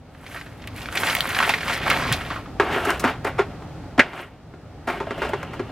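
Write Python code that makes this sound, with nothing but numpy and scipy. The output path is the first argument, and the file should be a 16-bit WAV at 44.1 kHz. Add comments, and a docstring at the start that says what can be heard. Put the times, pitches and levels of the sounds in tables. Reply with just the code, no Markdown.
"""A plastic cookie package is crumpled and rummaged slightly to the right, then a hand sets cookies into a foil pan,
slides them and pats them down. Package: random clicks ring half-octave bands, plus single loud creases.
Pan: blows ring its modes under a foil rattle; drags are dense stick-slip clicks, partly through the same modes.
Dull bumps come through the counter; a short room and appliance rumble with hum and hiss lie behind."""
import sys
import numpy as np
from scipy import signal
from scipy.fft import rfft, irfft
from scipy.io import wavfile
from scipy.ndimage import uniform_filter1d

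SR = 44100
rng = np.random.default_rng(int(sys.argv[2]) if len(sys.argv) > 2 else 0)


def materialize(psi):
    """Save the field psi as 16-bit PCM at rate SR to the path in sys.argv[1].

    A 1-D psi becomes a single channel; in a 2-D psi each row is a channel.
    """
    bounded = np.clip(np.atleast_2d(psi).T, -1, 1)
    quanta = np.round(bounded * 32767).astype(np.int16)
    wavfile.write(sys.argv[1], SR, quanta)


N = 252018

# handling of the package: time_s, crackle_gain_db, treble_over_crackle_db
CRUMPLE_ROWS = [(0.05, -64.5, -11), (0.33, -42, -6.5), (0.56, -52.5, -9.5), (0.72, -46.5, -17),
                (0.77, -39.5, -7), (0.9, -40.5, -10.5), (0.97, -28, -10.5), (1.09, -23, -8.5),
                (1.2, -30.5, -8), (1.28, -30.5, -10.5), (1.48, -22.5, -12), (1.6, -34, -11.5),
                (1.67, -27.5, -11), (1.74, -24.5, -11), (1.8, -32, -20), (1.9, -22, -16),
                (2.02, -25.5, -16.5), (2.13, -27, -18), (2.2, -34.5, -14.5), (2.37, -38.5, -15),
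                (2.55, -63, -18)]
# film crackle spectrum: freq_hz, density_db_per_hz
FILM_SPECTRUM = [(120, -17), (200, -6.5), (538, -6), (601, -2), (671, -10.5), (735, 0), (851, -7),
                 (1210, -3), (2050, -2.5), (7270, -26), (13100, -16.5), (16000, -83)]
# single loud creases: start_s, ring_gain_db, ring_hz, treble_over_ring_db, shake_t60_s
CREASES = [(0.148, -39, 1360, -30, 0.035), (0.233, -35, 754, -17, 0.038), (0.264, -30.5, 1900, -28, 0.072),
           (0.316, -34, 2200, -17, 0.04), (0.345, -27, 1400, -26, 0.053), (0.352, -30, 650, -26, 0.045),
           (0.361, -25.5, 1620, -27, 0.2), (0.412, -26, 1650, -27, 0.043), (0.462, -35.5, 1450, -22, 0.15),
           (0.62, -38.5, 2800, -20, 0.05), (0.64, -33.5, 1810, -24, 0.035),
           (0.674, -24.5, 2300, -3.5, 0.027), (0.763, -32, 2830, 0, 0.021), (0.78, -30, 1900, -16, 0.03),
           (0.816, -32.5, 2700, -24, 0.11), (0.858, -20, 1770, -27, 0.019), (0.887, -20, 1330, -19, 0.018),
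           (0.926, -24.5, 1810, -1.5, 0.041), (0.955, -17, 1860, -3, 0.031),
           (0.973, -11.5, 2210, -25, 0.04), (1.003, -28, 1980, -30, 0.041), (1.034, -9.5, 1540, -28, 0.03),
           (1.07, -14.5, 2300, -24, 0.076), (1.085, -15, 1680, -24, 0.054),
           (1.098, -12.5, 2400, -22, 0.071), (1.129, -16, 1290, -19, 0.035),
           (1.151, -9.5, 2460, -1.5, 0.016), (1.167, -17, 2500, -22, 0.03), (1.188, -18, 2120, -26, 0.015),
           (1.207, -5.5, 2530, -7, 0.005), (1.255, -14, 1150, -32, 0.027), (1.292, -27, 1530, 5.5, 0.051),
           (1.304, -16, 1800, -32, 0.051), (1.347, -16, 2050, -30, 0.047), (1.366, -13.5, 1580, -28, 0.038),
           (1.388, -9.5, 1530, -34, 0.027), (1.402, -8.5, 1290, -29, 0.059),
           (1.427, -9.5, 1430, -30, 0.071), (1.493, -8.5, 2140, -22, 0.098), (1.496, -9, 790, -30, 0.045),
           (1.538, -7.5, 1800, -19, 0.056), (1.583, -22, 1780, -26, 0.055),
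           (1.607, -21.5, 1880, -27, 0.081), (1.631, -19.5, 1640, -21, 0.067),
           (1.68, -16.5, 1480, -29, 0.029), (1.697, -14, 1290, -32, 0.054),
           (1.735, -18.5, 2600, -22, 0.055), (1.778, -23, 1690, -28, 0.03), (1.815, -23, 1380, -24, 0.082),
           (1.831, -24, 2080, -28, 0.1), (1.862, -16, 1170, -30, 0.097), (1.877, -12.5, 1160, -14, 0.036),
           (1.901, -9, 2030, -3.5, 0.098), (1.914, -4.5, 1170, -33, 0.028),
           (1.972, -16.5, 1020, -27, 0.082), (1.997, -16.5, 970, -15, 0.064),
           (2.022, -18, 1200, -25, 0.045), (2.05, -19, 1040, -29, 0.05), (2.117, -13, 1590, -22, 0.034),
           (2.126, -13.5, 2900, 3, 0.074), (2.211, -21.5, 1500, -34, 0.084), (2.262, -27, 1530, -25, 0.058),
           (2.302, -19.5, 1240, -27.5, 0.21), (2.316, -20, 750, -30, 0.043), (2.36, -21, 940, -33, 0.16),
           (2.459, -29.5, 1010, -35, 0.063)]
CRUMPLE_TRIM_DB = -4.0
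FLIP_AMP = 3.5  # crease flip, against rattle noise of RMS 1


def package():
    """Film creases buckle: dense crackle follows the hand, single creases flip and rattle, at two package ends."""
    gain_db, treble_db = curves(CRUMPLE_ROWS)
    gain = undb(gain_db + CRUMPLE_TRIM_DB)
    ends = np.zeros((2, N))
    for end in ends:
        _, mid, high = crackle(FILM_SPECTRUM, 110, 260, 2.3, 0.63, low_hz=0, high_hz=5000)
        end += gain * (unit(mid) + undb(treble_db) * unit(high))
    n = 3000
    for start_s, ring_db, ring_hz, treble_db, t60_s in CREASES:
        shake = rng.standard_normal(n) * fading(n, t60_s)
        shake[0] += FLIP_AMP  # the crease flips at once, the film rattles after
        ring = band(shake, ring_hz, 1.02 * ring_hz, order=2)
        tick = band(shake * fading(n, 0.0098), 9300, 10000)
        snap = crest(ring) + undb(treble_db) * crest(tick)
        add(ends[rng.integers(2)], start_s, undb(ring_db) * snap)
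    return ends


# cookies and fingers landing in the pan: start_s, upper_gain_db, body_over_upper_db, treble_over_upper_db,
# rattle_t60_s, favoured_low_mode_hz, rise_s
LANDINGS = [(2.598, -7, -0.5, -32, 0.12, 396, 0.001), (2.76, -22, 5, -28, 0.03, 330, 0.0027),
            (2.774, -20, 4, -28, 0.04, 380, 0.003), (2.85, -22.5, -27, -4.5, 0.089, 330, 0.0012),
            (2.904, -11.5, -19, -10, 0.022, 430, 0.00097), (2.995, -27.5, -12, 3, 0.14, 322, 0.0014),
            (3.038, -9, 0.5, -24, 0.13, 440, 0.003), (3.047, -12, -1, -27, 0.11, 255, 0.001),
            (3.08, -20, -16, -26, 0.036, 476, 0.0018), (3.245, -15.5, 0, -18, 0.061, 397, 0.0054),
            (3.38, -14, -18, -32, 0.13, 393, 0.0076), (3.391, -12.5, 3.5, -33, 0.14, 382, 0.00073),
            (3.621, -34, -2, -24, 0.066, 315, 0.001), (3.978, -13, 3, -32, 0.03, 290, 0.006),
            (3.9926, 1, -9, -31, 0.07, 520, 0.00098), (4.132, -27, -25, -32, 0.078, 608, 0.0008),
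            (4.537, -37.5, 3, -37, 0.14, 300, 0.0011), (4.871, -15, -11, -24.5, 0.14, 293, 0.0054),
            (4.884, -16.5, -5, -25, 0.05, 344, 0.00314), (5.001, -18, -1.5, -37.5, 0.21, 400, 0.0016),
            (5.065, -29, 7.5, -32, 0.098, 670, 0.0048), (5.107, -18, 1, -42, 0.093, 405, 0.0015),
            (5.176, -28, 4.5, -19, 0.21, 660, 0.0038), (5.218, -14.5, -1.5, -30, 0.32, 405, 0.001),
            (5.246, -21.5, 2.5, -26, 0.15, 396, 0.0028), (5.29, -28, 7, -11, 0.064, 660, 0.0033),
            (5.333, -15, 0, -47, 0.088, 400, 0.00117), (5.429, -21, -22, -18.5, 0.053, 620, 0.00075),
            (5.531, -25, -20, -23, 0.23, 570, 0.003), (5.594, -22, 5.5, -43, 0.089, 353, 0.00098),
            (5.689, -33, -22, -34, 0.15, 464, 0.002)]
# modes of the loaded pan, before damping or widening: mode_hz, gain_db, t60_s
PAN_MODES = [(256, -2, .08), (360, -2, .09), (405, 0, .14), (480, -6, .07), (580, -1, .09), (660, -3, .11),
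             (760, -8, .06), (905, -6, .06), (1040, -5, .06), (1245, -4, .06), (1400, 0, .06),
             (1650, 0, .06), (1900, -5, .05), (2105, -1, .05), (2360, -5, .05), (2770, -13, .04),
             (3250, -17, .04)]
BRIGHT_HZ, BRIGHT_OCT_PER_DB = 1650, 0.08  # favoured upper pitch at 0 dB; softer blows are duller


def tapping():
    """Each landing is a blow that rings the pan's modes, a rattle of foil and a crack on top."""
    out, n = np.zeros(N), 6000
    pan_hz = np.array(PAN_MODES)[:, 0]
    deep = pan_hz < 700
    for start_s, upper_db, body_db, treble_db, t60_s, low_hz, rise_s in LANDINGS:
        contact = 1 - np.exp(-np.arange(1, n + 1) / SR / max(rise_s, 1e-4))  # a soft landing builds up
        high_hz = BRIGHT_HZ * 2 ** (BRIGHT_OCT_PER_DB * upper_db)
        blow = 0.35 * rng.standard_normal(n) * fading(n, 0.13 * t60_s) * contact
        blow[int(rise_s * SR)] += 3.0
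        blow = band(blow, 800, 1330)

        # the spot struck favours the modes near two pitches
        octaves_off = abs(np.log2(pan_hz / np.where(deep, low_hz, high_hz)))
        loss_db_per_oct = np.where(deep, 32, 7)
        spot_db = -octaves_off * loss_db_per_oct + 2.3 * rng.standard_normal(len(PAN_MODES))
        modes = []
        for mode_spot_db, (hz, mode_db, mode_t60_s) in zip(spot_db, PAN_MODES):
            ring = unit(band(blow, hz, np.log(1000) / np.pi / mode_t60_s))
            modes.append(rng.choice([-1, 1]) * undb(mode_db + mode_spot_db) * ring)
        modes = np.array(modes) * fading(n, 5.5 * t60_s)  # the resting hand damps the ring
        body = modes[deep].sum(axis=0)

        rattle = band(rng.standard_normal(n) * fading(n, t60_s) * contact, high_hz, 1110, order=2)
        upper = unit(modes[~deep].sum(axis=0)) + 1.32 * unit(rattle)
        crack = band(rng.standard_normal(n) * fading(n, 0.47 * t60_s) * contact, 3700, 9000)
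        tap = crest(upper) + undb(body_db) * crest(body) + undb(treble_db) * crest(crack)
        add(out, start_s, undb(upper_db) * tap)
    return out


# cookies dragged over foil: loudest_s, gain_db, swell_db_per_s, fade_db_per_s, body_gain_db, treble_gain_db,
# rustle_gain_db (the last three on top of gain_db)
DRAGS = [(2.63, -26.5, 900, 124, 0, -32, -29), (2.74, -21.5, 249, 172, -8.5, -28, -18),
         (2.9, -23, 154, 168, -3, -22, -15.5), (3.084, -20.5, 355, 279, -9, -30, -19),
         (3.273, -25, 700, 362, -3.5, -27, -27), (3.425, -36.5, 174, 600, -15, -32, -32),
         (3.5, -45, 106, 118, -8, -31, -19), (4.033, -30.5, 900, 175, -8, -37, -20),
         (4.14, -46.5, 903, 76.5, -7, -30, -17), (4.2, -36, 158, 241, -6, -22, -14),
         (4.902, -25.5, 900, 286, -10, -27, -34), (4.974, -36.5, 211, 254, 1, -26, -18),
         (5.1, -42.5, 200, 10.5, -6, -33, -9.5), (5.23, -41, 154, 106, 1, -19.5, -5),
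         (5.36, -48.5, 80, 64, 6, -40, -23)]
# scrape spectrum: freq_hz, density_db_per_hz
RASP_SPECTRUM = [(88, -36), (150, -2), (231, -22), (321, 16), (466, 18.5), (545, -14), (637, 1), (821, -4),
                 (1870, -4.5), (4490, -32), (11000, -30), (16000, -44)]


def pan_ring(slips, deep):
    """Pan modes below (deep) or above 620 Hz, rung by slips with widened, shorter resonances."""
    modes = [row for row in PAN_MODES if (row[0] < 620) == deep]
    return unit(sum(undb(db) * unit(band(slips, hz, 6.4 / t60_s)) for hz, db, t60_s in modes))


def scraping():
    """Stick and slip of crumbs on foil: dense clicks, part of them ringing the pan, at two places."""
    out, t = np.zeros((2, N)), np.arange(N) / SR
    for place in out:
        low, mid, high = map(unit, crackle(RASP_SPECTRUM, 440, 1500, 3.7, 0.44, low_hz=600, high_hz=4200))
        slips = band(clicks(1200, 4.2), 990, 1230)
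        body, ring = pan_ring(slips, True), pan_ring(slips, False)
        rustle = unit(band(slips, 2790, 770, order=2))
        for loudest_s, gain_db, swell, fade, body_db, treble_db, rustle_db in DRAGS:
            # speeds up, then slows down
            drop_db = np.where(t < loudest_s, swell * (loudest_s - t), fade * (t - loudest_s))
            mix = 0.67 * mid + 0.15 * ring
            mix += undb(body_db) * (0.57 * low + 0.27 * body)
            mix += undb(treble_db) * high + undb(rustle_db) * rustle
            place += undb(gain_db - drop_db) * mix
    return out


# dull bumps through the counter: start_s, gain_db, pitch_hz, t60_s
BUMPS = [(0.714, -30.5, 94, 0.47), (1.302, -30, 105, 0.11), (2.112, -9, 133, 0.065),
         (2.386, -29, 110, 0.15), (3.366, -25, 105, 0.19), (3.715, -35, 87, 0.068), (3.9915, 4, 250, 0.02)]


def bumping():
    """Soft blows: a low ring that starts gently and decays exponentially."""
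    out, t = np.zeros(N), np.arange(9000) / SR
    for start_s, gain_db, pitch_hz, t60_s in BUMPS:
        onset = 1 - np.exp(-t / 0.0029)
        thud = np.sin(2 * np.pi * pitch_hz * t) * onset * fading(len(t), t60_s)
        add(out, start_s, undb(gain_db) * thud)
    return out


ROOM_GAIN_DB, ROOM_T60_S = -10, 0.095  # t60 of the echo noise


def room(x):
    """Short diffuse reverberation: decaying noise, treble softened, convolved with the sources."""
    n = 16000
    echo = diffuse(n) * fading(n, ROOM_T60_S)
    echo[:, :120] = 0  # the first reflection comes after 2.7 ms
    energy = np.sum(echo ** 2) / 2
    echo = signal.lfilter([1], [1, -.4], echo) / np.sqrt(energy)
    return undb(ROOM_GAIN_DB) * signal.fftconvolve(x[None], echo, axes=1)[:, :N]


# level of the whole background over time: time_s, rumble_db
BACKGROUND_LEVEL = [(0.0, -47), (0.81, -38.5), (1.57, -39.5), (2.04, -32), (2.43, -37), (2.72, -35.5),
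                    (3.42, -36.5), (3.86, -37), (4.05, -41.5), (4.3, -46.5), (5.18, -38), (5.71, -37)]
# appliance rumble: freq_hz, density_db_per_hz
RUMBLE_SPECTRUM = [(12, -44), (20, -24), (43, -5), (107, 0.5), (140, -4), (160, 1), (189, -9.5), (248, -6),
                   (319, -9), (353, -22.5), (400, -15), (520, -37), (880, -120)]
# broad hiss: freq_hz, density_db_per_hz
HISS_SPECTRUM = [(150, -17), (250, -9.5), (367, -9), (452, -9), (802, -9.5), (1010, -17.5), (1280, -15),
                 (1610, -20.5), (4650, -34), (16000, -52.5)]
HUM_HZ, HUM_OVER_RUMBLE_DB = 59.7, -11.5
HISS_DB, HISS_DB_PER_RUMBLE_DB = -44, 0.93  # HISS_DB holds at -39 dB rumble


def kitchen():
    """Appliance rumble as shaped noise with a sine of mains hum, and broad hiss, on one level curve."""
    rumble_db, = curves(BACKGROUND_LEVEL)
    hum = undb(HUM_OVER_RUMBLE_DB) * np.sqrt(2) * np.sin(2 * np.pi * HUM_HZ * np.arange(N) / SR)
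    rumble = unit(colour(diffuse(N), RUMBLE_SPECTRUM)) + hum
    hiss_db = HISS_DB + HISS_DB_PER_RUMBLE_DB * (rumble_db + 39)
    return undb(rumble_db) * rumble + undb(hiss_db) * unit(colour(diffuse(N), HISS_SPECTRUM))


# stereo width of diffuse sound: freq_hz, side_minus_mid_db
SIDE_SPECTRUM = [(60, -43), (110, -24.5), (200, -19), (380, -9), (700, -18), (1290, -14.5), (2380, -10.5),
                 (4400, 2), (8120, -1), (15000, 3)]


def diffuse(n):
    """Noise from all round: alike at both ports in the bass, unlike in the treble."""
    mid, side = rng.standard_normal((2, n))
    return mid + colour(side, SIDE_SPECTRUM) * np.array([[1], [-1]])


def crackle(spectrum, wide_per_s, own_per_s, scatter_db, wide_share, low_hz, high_hz):
    """Buckling creases: some click over all bands, others ring one band only; returns low, middle and treble."""
    wide, parts = unit(clicks(wide_per_s, scatter_db)), np.zeros((3, N))
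    for hz in 180 * 2 ** np.arange(0, 6.6, .5):
        own = unit(clicks(own_per_s * np.sqrt(hz / 1000), scatter_db))
        strike = wide_share * wide + own
        # clicks come in clumps, each band on its own
        steps = np.repeat(rng.standard_normal(N // 500 + 1), 500)
        clump_db = 2.5 * unit(uniform_filter1d(steps, size=500))[:N]
        ring = unit(band(strike * undb(clump_db), hz, 0.71 * hz, order=3))
        part = int(hz > low_hz) + int(hz > high_hz)
        parts[part] += undb(at_hz(spectrum, hz)) * np.sqrt(hz) * ring
    return parts


def clicks(rate_per_s, scatter_db):
    """Impulses at random moments; most are small, a few large."""
    draw = rng.random((3, N))
    size_db = np.minimum(-scatter_db * np.log(1 - draw[2]), 14)
    return (draw[0] < rate_per_s / SR) * np.sign(draw[1] - .5) * undb(size_db)


def band(x, hz, width_hz, order=1):
    """Resonance with gain 1 at the centre; a higher order gives steeper skirts."""
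    for _ in range(order):
        x = signal.lfilter(*signal.iirpeak(min(hz, .45 * SR), hz / width_hz, fs=SR), x)
    return x


def colour(x, spectrum):
    """Shape by a spectrum."""
    n = x.shape[-1]
    return irfft(rfft(x) * undb(at_hz(spectrum, np.fft.rfftfreq(n, 1 / SR))), n)


def at_hz(spectrum, hz):
    """Read (Hz, dB) points on a log-frequency axis."""
    f, db = np.transpose(spectrum)
    return np.interp(np.log(np.maximum(hz, 1)), np.log(f), db)


def curves(rows, outside_db=-120):
    """Columns of (s, ..) rows at every sample; the first is silent outside the rows."""
    s, *columns = np.transpose(rows)
    t = np.arange(N) / SR
    out = [np.interp(t, s, c) for c in columns]
    out[0][(t < s[0]) | (t > s[-1])] = outside_db
    return out


def fading(n, t60_s):
    """Exponential decay, 60 dB in t60_s."""
    return np.exp(-np.log(1000) * np.arange(n) / SR / t60_s)


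def crest(x):
    """Scale a burst so that its strongest few milliseconds swing to about 1."""
    return x / np.sqrt(3.05 * uniform_filter1d(x ** 2, size=128).max())


def undb(db):
    """Decibels to amplitude."""
    return 10 ** (np.asarray(db) / 20)


def unit(x):
    """Scale to RMS 1."""
    return x / np.sqrt(np.mean(x ** 2))


def add(out, start_s, x):
    """Mix a burst in at start_s."""
    i = int(start_s * SR)
    out[i:i + len(x)] += x[:len(out) - i]


def ports(x, left_lag_samples, left_over_right_db):
    """Two microphone ports: the left hears the sound left_lag_samples later."""
    late = irfft(rfft(x) * np.exp(-2j * np.pi * np.fft.rfftfreq(N) * left_lag_samples), N)
    return np.array([late * undb(left_over_right_db / 2), x * undb(-left_over_right_db / 2)])


def scene():
    """Place package, pan and drags in stereo; add bumps, room and kitchen."""
    film, rasp, taps = package(), scraping(), tapping()
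    direct = ports(film[0], 1.0, -1.1) + ports(film[1], 1.26, 0.13)
    direct += ports(taps, -0.74, 0.16)
    direct += ports(rasp[0], -0.6, 0.18) + ports(rasp[1], 0.36, .2)
    sources = film.sum(axis=0) + rasp.sum(axis=0) + taps
    return direct + bumping() + room(sources) + kitchen()


TOP_HZ = 16000


def record(dry):
    """The loudest peaks are rounded off and the top is cut."""
    soft = np.tanh(abs(dry) ** 3) ** (1 / 3) * np.sign(dry)
    return signal.sosfilt(signal.ellip(8, .2, 70, TOP_HZ, fs=SR, output="sos"), soft)


dry = scene()
out = record(dry)
materialize(out)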